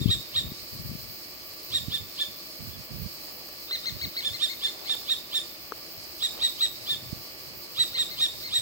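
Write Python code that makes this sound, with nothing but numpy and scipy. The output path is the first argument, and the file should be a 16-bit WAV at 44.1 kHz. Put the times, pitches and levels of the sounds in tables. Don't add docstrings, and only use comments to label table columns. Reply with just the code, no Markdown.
import sys
import numpy as np
from scipy import signal
from scipy.fft import rfft, irfft, next_fast_len
from scipy.io import wavfile
from scipy.ndimage import uniform_filter1d

SR = 44100
rng = np.random.default_rng(int(sys.argv[2]) if len(sys.argv) > 2 else 0)


def store_wav(level_fs):
    pcm = np.round(np.clip(np.atleast_2d(level_fs), -1, 1) * 32767)
    wavfile.write(sys.argv[1], SR, pcm.T.astype(np.int16))


N = 379701
TIME = np.arange(N) / SR
CUTOFF_HZ = 15900


def from_db(db):
    return 10 ** (np.asarray(db) / 20)


def rms_one(x):
    return x / np.sqrt(np.mean(x ** 2) + 1e-20)


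def along(rows, t):
    s, *columns = np.transpose(rows)
    return [np.interp(t, s, c) for c in columns]


def at_hz(points, hz):
    f, value = np.transpose(points)
    return np.interp(np.log(np.maximum(hz, 1)), np.log(f), value)


def panned(x, pan_db):
    ratio = from_db(pan_db)
    return np.array([x * ratio, x]) * np.sqrt(2 / (1 + ratio ** 2))


def drift(rate, size):
    steps = np.arange(size) * rate / SR
    knots = np.random.default_rng(rng.integers(2 ** 31)).standard_normal(int(steps[-1]) + 2)
    return np.interp(steps, np.arange(len(knots)), knots)


def coloured(x, spectrum):
    size = 2 ** 19
    gain = from_db(at_hz(spectrum, np.fft.rfftfreq(size, 1 / SR)))
    return rms_one(irfft(rfft(x, size) * gain)[..., :N])


def course(t, width_s, break_s, drop_s, low_share, lowest_share, low_db, swell_db, release_db_per_s):
    tension = 1 / (1 + (t / width_s) ** 2)
    low = uniform_filter1d(1.0 * ((t < -break_s) | (t > drop_s)), size=60)
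    share = np.maximum(tension * (1 - low * (1 - low_share)), lowest_share)
    release_db = release_db_per_s * np.maximum(t - drop_s, 0)
    return share, swell_db * (tension - 1) + low_db * low - release_db


ONSET_JITTER = .07
HOARSE_BELOW_HZ, HOARSE_DB_PER_HZ = 1900, .06
LOW_OCTAVE_DB = -6


def chick(calls, arch, throat, jitter, low_jitter, wander, shimmer_db, rasp_db, slack_db, lag_ms):
    out = np.zeros((2, N))
    for s, pitch_hz, level_db, length, lift_db, pan_db in calls:
        span = np.flatnonzero(abs(TIME - round(s, 2)) < .08)
        size = len(span)
        t = (TIME[span] - s) / length
        share, swell_db = course(t, **arch)
        slack = np.clip((.99 - share) / .1, 0, 1)
        hoarse = from_db(HOARSE_DB_PER_HZ * np.clip(HOARSE_BELOW_HZ - pitch_hz, 0, 100))
        flutter = (jitter * hoarse + low_jitter * slack) * drift(1400, size)
        unsteady = flutter + wander * drift(90.0, size)
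        croak = np.clip(-t / arch["break_s"] - 1.3, 0, 1)
        f0 = pitch_hz * share * (1 + unsteady + ONSET_JITTER * croak * drift(2200, size))
        phase = 2 * np.pi * np.cumsum(f0) / SR
        voice = 0
        for k in range(1, 11):
            overtone = np.clip((k * f0 - 4500) / 1000, 0, 1)
            gain_db = at_hz(throat, k * f0) + overtone * (lift_db + slack_db * slack)
            gain_db = gain_db + shimmer_db * (1 + overtone) * drift(418.8, size)
            gain_db = gain_db + LOW_OCTAVE_DB * (k % 2 == 0) * (share < .8)
            gain = from_db(gain_db) * (k * f0 < CUTOFF_HZ)
            late = 2 * np.pi * k * f0 * lag_ms / 1000 * (1 - overtone)
            partial = np.array([np.sin(k * phase - late), np.sin(k * phase)])
            voice = voice + partial * panned(gain, pan_db * (1 - overtone))
        fade = signal.windows.tukey(size, .4)
        out[:, span] += np.sqrt(2) * voice * from_db(level_db + swell_db) * fade
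    effort = np.sqrt(np.maximum(uniform_filter1d(out ** 2, size=300), 0))
    return out + from_db(rasp_db) * effort * coloured(rng.standard_normal((2, N)), throat)


# (time of the arch top [s], top pitch before flutter [Hz], relative level [dB],
# length factor [ratio], overtone lift [dB], left over right [dB])
NEAR_CALLS = [(.022, 1840, -35, 1.16, 2, -3), (.124, 1906, -21, .95, -1.5, -3),
              (.380, 1900, -20.5, 0.87, -4, -1), (1.760, 1893, -22.5, 1.06, 1.5, -2.5),
              (1.950, 1833, -24, 0.99, -4, -3), (2.217, 1804, -22.5, .9, -6, -2),
              (2.742, 1740, -47, 1, -5, 0), (4.267, 1808, -25, 1.06, 0.5, -2),
              (4.440, 1862, -21.5, 1.0, 0, -5), (4.652, 1808, -23, .9, -2.5, -2),
              (4.917, 1833, -22.5, 0.98, -2.5, -4), (5.118, 1877, -21.5, 1.01, -2.5, -4),
              (5.365, 1843, -22.5, 1.04, 0, -3), (6.247, 1927, -23, 0.99, 1, -3.5),
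              (6.448, 1942, -21.5, 1.15, -1, -2), (6.637, 1968, -22, 1.1, 1, -1),
              (6.916, 1833, -23.5, 1.24, -4.5, -1), (7.812, 1968, -20.5, 1.11, 1, -4),
              (8.005, 1914, -20.5, 1.01, -1.5, -3), (8.232, 1903, -20.5, 1.3, 0, -1.5),
              (8.563, 1924, -22, 1.21, 3, -3)]
NEAR_ARCH = dict(width_s=.071, break_s=.017, drop_s=.025, low_share=.72, lowest_share=.48, low_db=0, swell_db=62, release_db_per_s=1200)
# (frequency [Hz], relative gain [dB])
NEAR_THROAT = [(1000, -24), (1900, -23), (2500, -11.5), (3100, -5), (3600, -2), (4000, 3), (4700, -7.5),
               (5700, -19), (7600, -10), (9500, -18), (11500, -23.5), (14000, -32)]


def near_chick():
    return chick(NEAR_CALLS, NEAR_ARCH, NEAR_THROAT, jitter=.0055, low_jitter=0.019, wander=0.0042,
                 shimmer_db=2.0, rasp_db=-15, slack_db=-6, lag_ms=0.088)


# (time of the arch top [s], top pitch before flutter [Hz], relative level [dB],
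# length factor [ratio], overtone lift [dB], left over right [dB])
THIN_CALLS = [(3.735, 2120, -37.5, 1.3, 0, -1), (3.877, 2150, -37, 1.02, 0, 5),
              (4.033, 2216, -38, 0.96, 0, 4), (4.186, 2220, -37.5, 1.03, 0, 1.5),
              (4.350, 2127, -44, 0.97, 0.009, 5), (4.512, 2190, -42, 1.17, 0, 8),
              (4.680, 2127, -43.5, 0.99, 0, 3), (4.875, 2195, -46.5, 0.97, 0, 18),
              (7.958, 2110, -40, 0.99, 0, -1), (8.125, 2150, -46.5, 1.1, 0, 6),
              (8.460, 2167, -45, 1.6, 0, 0)]
THIN_ARCH = dict(width_s=.047, break_s=.019, drop_s=.022, low_share=.85, lowest_share=.58, low_db=-1.5, swell_db=41.5, release_db_per_s=2500)
# (frequency [Hz], relative gain [dB])
THIN_THROAT = [(1200, -5), (2100, -1), (2800, 7), (3500, 12), (4300, 8.5), (5200, -6), (6400, -7),
               (8500, -13), (11000, -37), (14000, -52)]


def thin_chick():
    return chick(THIN_CALLS, THIN_ARCH, THIN_THROAT, jitter=.0032, low_jitter=0.0043, wander=0.0041,
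                 shimmer_db=2.5, rasp_db=-23, slack_db=2, lag_ms=-0.19)


def off_axis(x, loss_db):
    body = signal.sosfiltfilt(signal.butter(4, 5200, fs=SR, output="sos"), x)
    return body + from_db(loss_db) * (x - body)


# (left delay [ms], right delay [ms], level [dB])
ECHOES = [(2.9, 3.0, -21), (6.7, 6.4, -20), (12.3, 12.8, -20), (19.4, 18.7, -21), (31, 29.5, -21),
          (43, 45, -23)]
CANOPY_DB, CANOPY_T60_S = -12.5, .22
FAR_DB, FAR_T60_S = -19.5, .65


def tree(x):
    t = np.arange(SR) / SR
    response = np.zeros((2, SR))
    for level_db, t60 in (CANOPY_DB, CANOPY_T60_S), (FAR_DB, FAR_T60_S):
        build_up = 1 - np.exp(-t / 0.04)
        scatter = rng.standard_normal((2, SR)) * from_db(-60 * t / t60) * build_up
        response += from_db(level_db) * rms_one(scatter) / np.sqrt(SR)
    for left_ms, right_ms, level_db in ECHOES:
        delays = [int(left_ms * SR / 1000), int(right_ms * SR / 1000)]
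        response[[0, 1], delays] += from_db(level_db)
    return signal.fftconvolve(x, response, axes=1)[:, :N]


# (time [s], relative peak [dB], left over right [dB])
TAPS = [(3.49, -44, 9), (3.71, -38.5, 8), (4.836, -46, 7), (4.875, -53, 2), (4.949, -41, 11),
        (5.721, -23, 9), (6.376, -44, 9)]
# (frequency [Hz], relative level before random spread [dB], t60 [s])
TAP_MODES = [(260, -15, 0.02), (450, -4, 0.031), (890, 0, 0.0093), (1230, 3, 0.013), (1610, -1, 0.0078),
             (2580, -14, 0.0041), (5800, -6.5, 0.0029)]


def taps(trim_db):
    out, t = np.zeros((2, N)), np.arange(SR // 20) / SR
    for s, peak_db, pan_db in TAPS:
        ring = 0
        for k, (hz, db, t60) in enumerate(TAP_MODES):
            decay = from_db(db + 2 * rng.normal() - 60 * t / t60)
            ring = ring + decay * np.sin(2 * np.pi * hz * t) * (-1) ** k
        at = round(s * SR)
        out[:, at:at + len(t)] += panned(from_db(peak_db + trim_db) * ring / abs(ring).max(), pan_db)
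    return out


# (time [s], peak [dB])
TICKS = [(1.536, -27), (3.489, -27), (4.952, -21.5)]


def ticks(t60_s):
    envelope = 0
    for s, peak_db in TICKS:
        envelope = envelope + from_db(peak_db - 60 * abs(TIME - s) / t60_s) * (TIME >= s)
    return envelope * rng.uniform(-1, 1, N)


# (time at the middle [s], half length [s], level [dB])
RUBS = [(3.347, 0.15, -55), (4.836, 0.16, -52.5), (6.38, .04, -46.5)]
# (time [s], level [dB])
FIDGET = [(0, -77), (4.6, -58.5), (8.61, -55)]
# (frequency [Hz], relative level [dB])
RUB = [(200, -18), (400, 2.5), (750, 1.5), (1400, -11), (3000, -10), (9000, -26)]


def rustle(grains_per_s, grain_db):
    strength = from_db(grain_db * np.minimum(rng.exponential(1, N), 4))
    slips = (rng.random(N) < grains_per_s / SR) * strength
    force = from_db(along(FIDGET, TIME)[0])
    for s, half_s, db in RUBS:
        force = force + from_db(db) * np.exp(-((TIME - s) / half_s) ** 2)
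    return force * coloured(slips * rng.standard_normal((2, N)), RUB)


# (start [s], length [s], relative level [dB], left over right [dB])
GUSTS = [(0.0, 0.11, -28, 16), (.14, .06, -38.5, 10), (0.359, 0.13, -39, 3), (.61, 0.017, -48, -1),
         (0.732, 0.23, -40, 5.5), (0.976, 0.13, -46, 19), (1.70, 0.36, -47, -14), (1.802, 0.15, -42, -19),
         (2.278, 0.022, -47, -11), (2.599, 0.2, -42, -19), (2.908, 0.15, -38, -18),
         (3.191, 0.027, -47.5, -18), (3.908, 0.053, -40.5, -18), (4.028, 0.049, -39.5, -15),
         (4.277, 0.057, -46, -23), (5.98, 0.028, -51, 18), (6.244, 0.66, -58, 11), (6.921, 0.28, -46.5, 3),
         (7.45, 0.13, -55, -10), (7.792, .04, -45, -8), (7.924, 0.68, -54, 13)]
# (frequency [Hz], relative level [dB])
WIND = [(15, -44), (25, -11), (64, 1), (118, 3.5), (172, -2), (367, -18.5), (430, -16.5), (512, -30),
        (600, -38), (780, -55), (1320, -120)]
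# (time [s], relative peak [dB], pitch [Hz], left over right [dB])
BUFFETS = [(0.016, -20.5, 168, 18.5), (0.06, -9, 129, 23), (0.52, -27.5, 170, 11), (0.916, -28.5, 153, 10),
           (0.954, -28, 135, 19), (1.884, -24, 145, -22), (7.13, -23, 134, -20)]
GUST_ATTACK_S, GUST_RELEASE_S = 0.01, 0.013


def wind(lump_db, low_cut_hz):
    power = np.zeros((2, N))
    for s, length_s, level_db, pan_db in GUSTS:
        outside = np.maximum((s - TIME) / GUST_ATTACK_S, (TIME - s - length_s) / GUST_RELEASE_S)
        power += panned(from_db(level_db) * np.exp(-np.clip(outside, 0, 20)), pan_db) ** 2
    own, shared = rng.standard_normal((2, N)), rng.standard_normal(N)
    lumps = from_db(lump_db * drift(60, N))
    out = np.sqrt(power) * coloured((own + 0.54 * shared) * lumps, WIND)
    for s, peak_db, hz, side_db in BUFFETS:
        u = 2 * np.pi * hz * (TIME - s)
        out += panned(-from_db(peak_db) * u * np.exp((1 - u ** 2) / 2), side_db)
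    return signal.sosfilt(signal.butter(2, low_cut_hz, "high", fs=SR, output="sos"), out)


# (frequency [Hz], left over right [dB])
LEAN = [(60, -3.5), (150, 1), (380, -4.5), (950, 12), (2380, -2.5), (5980, -2.5), (15000, 1.5)]
# (frequency [Hz], side minus mid [dB])
WIDTH = [(60, -17), (99, -5), (160, -6.5), (270, -7.5), (450, -5.5), (740, 4.5), (1220, 1), (2010, 6.5),
         (3330, 0.5), (5500, 3.5), (9080, -11.5), (15000, -18.5)]


def ambient(spectrum):
    size = next_fast_len(N)
    hz = np.fft.rfftfreq(size, 1 / SR)
    mid, side = rfft(rng.standard_normal((2, size)))
    width = from_db(at_hz(WIDTH, hz))
    pair = np.array([mid + width * side, mid - width * side]) / np.sqrt(1 + width ** 2)
    tilt = panned(from_db(at_hz(spectrum, hz)), at_hz(LEAN, hz))
    return rms_one(irfft(pair * tilt, size)[:, :N])


# (frequency [Hz], relative density [dB])
TREBLE_HISS = [(9000, -53), (11500, -21), (12700, -12.5), (14000, 0.5), (15500, 2), (16000, -2)]
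DIP_UNEVEN = .2


def treble_hiss(level_db, dips_per_s, dip_db, pulses_per_s, pulse_depth, waver_db):
    dips = np.cumsum(dips_per_s * (1 + DIP_UNEVEN * drift(5.1, N))) / SR
    pulses = np.cumsum(pulses_per_s * (1 + 0.016 * drift(2.7, N))) / SR
    dip = (.5 + .5 * np.cos(2 * np.pi * dips)) ** 5
    swing = from_db(waver_db * drift(28, N) - dip_db * dip)
    swing = swing * (1 + pulse_depth * np.cos(2 * np.pi * pulses))
    return from_db(level_db) * rms_one(swing * ambient(TREBLE_HISS))


# (frequency [Hz], relative density [dB])
INSECTS = [(3000, -24), (3700, -6.5), (4300, 6.5), (5000, 7), (5500, 0), (6100, -6.5), (7500, -9),
           (9000, -12.5), (11000, -13.5), (16000, -15)]


def insects(level_db, waver_db):
    return from_db(level_db + waver_db * drift(25, N)) * ambient(INSECTS)


# (frequency [Hz], width [Hz], level [dB])
DRONE = [(335.3, 116, -62.5), (621, 61, -61), (1152, 21, -67.5)]


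def whine():
    out = np.zeros(N)
    for hz, width_hz, level_db in DRONE:
        b, a = signal.iirpeak(hz, hz / width_hz, SR)
        out += from_db(level_db) * rms_one(signal.lfilter(b, a, rng.standard_normal(N)))
    return out


# (frequency [Hz], relative density [dB])
AIR = [(18, -37), (30, -13), (69, -4), (298, -5.5), (342, 3), (378, -6.5), (479, -6), (608, -3), (684, -9),
       (1080, -10), (1170, -4.5), (1340, -13), (2290, -4), (3400, -10), (4420, -48), (7480, -120)]


def open_air(level_db):
    return from_db(level_db) * ambient(AIR)


TAIL_FLUTTER_DB, TAIL_FLUTTER_RATE = 2.5, 380


def scene():
    voices = near_chick() + thin_chick()
    wander = np.array([drift(TAIL_FLUTTER_RATE, N), drift(TAIL_FLUTTER_RATE, N)])
    flutter = from_db(TAIL_FLUTTER_DB * wander)
    birds = off_axis(voices, loss_db=-10.5) + flutter * tree(voices)
    handling = taps(trim_db=4.0) + ticks(t60_s=0.0055) + rustle(grains_per_s=1100, grain_db=2.5)
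    gusts = wind(lump_db=4.0, low_cut_hz=50)
    treble = treble_hiss(level_db=-44.5, dips_per_s=7.2, dip_db=4.5, pulses_per_s=71,
                         pulse_depth=0.26, waver_db=2.0)
    background = insects(level_db=-43.19, waver_db=1.5) + whine() + open_air(level_db=-48.64)
    return birds + handling + gusts + treble + background


def record(dry):
    mid, side = dry.mean(0), (dry[0] - dry[1]) / 2
    soft_side = signal.sosfiltfilt(signal.butter(3, 7000, fs=SR, output="sos"), side)
    side = .55 * soft_side + .45 * side
    top_cut = signal.ellip(12, .1, 80, CUTOFF_HZ, fs=SR, output="sos")
    return signal.sosfilt(top_cut, np.array([mid + side, mid - side]))


dry = scene()
out = record(dry)
store_wav(out)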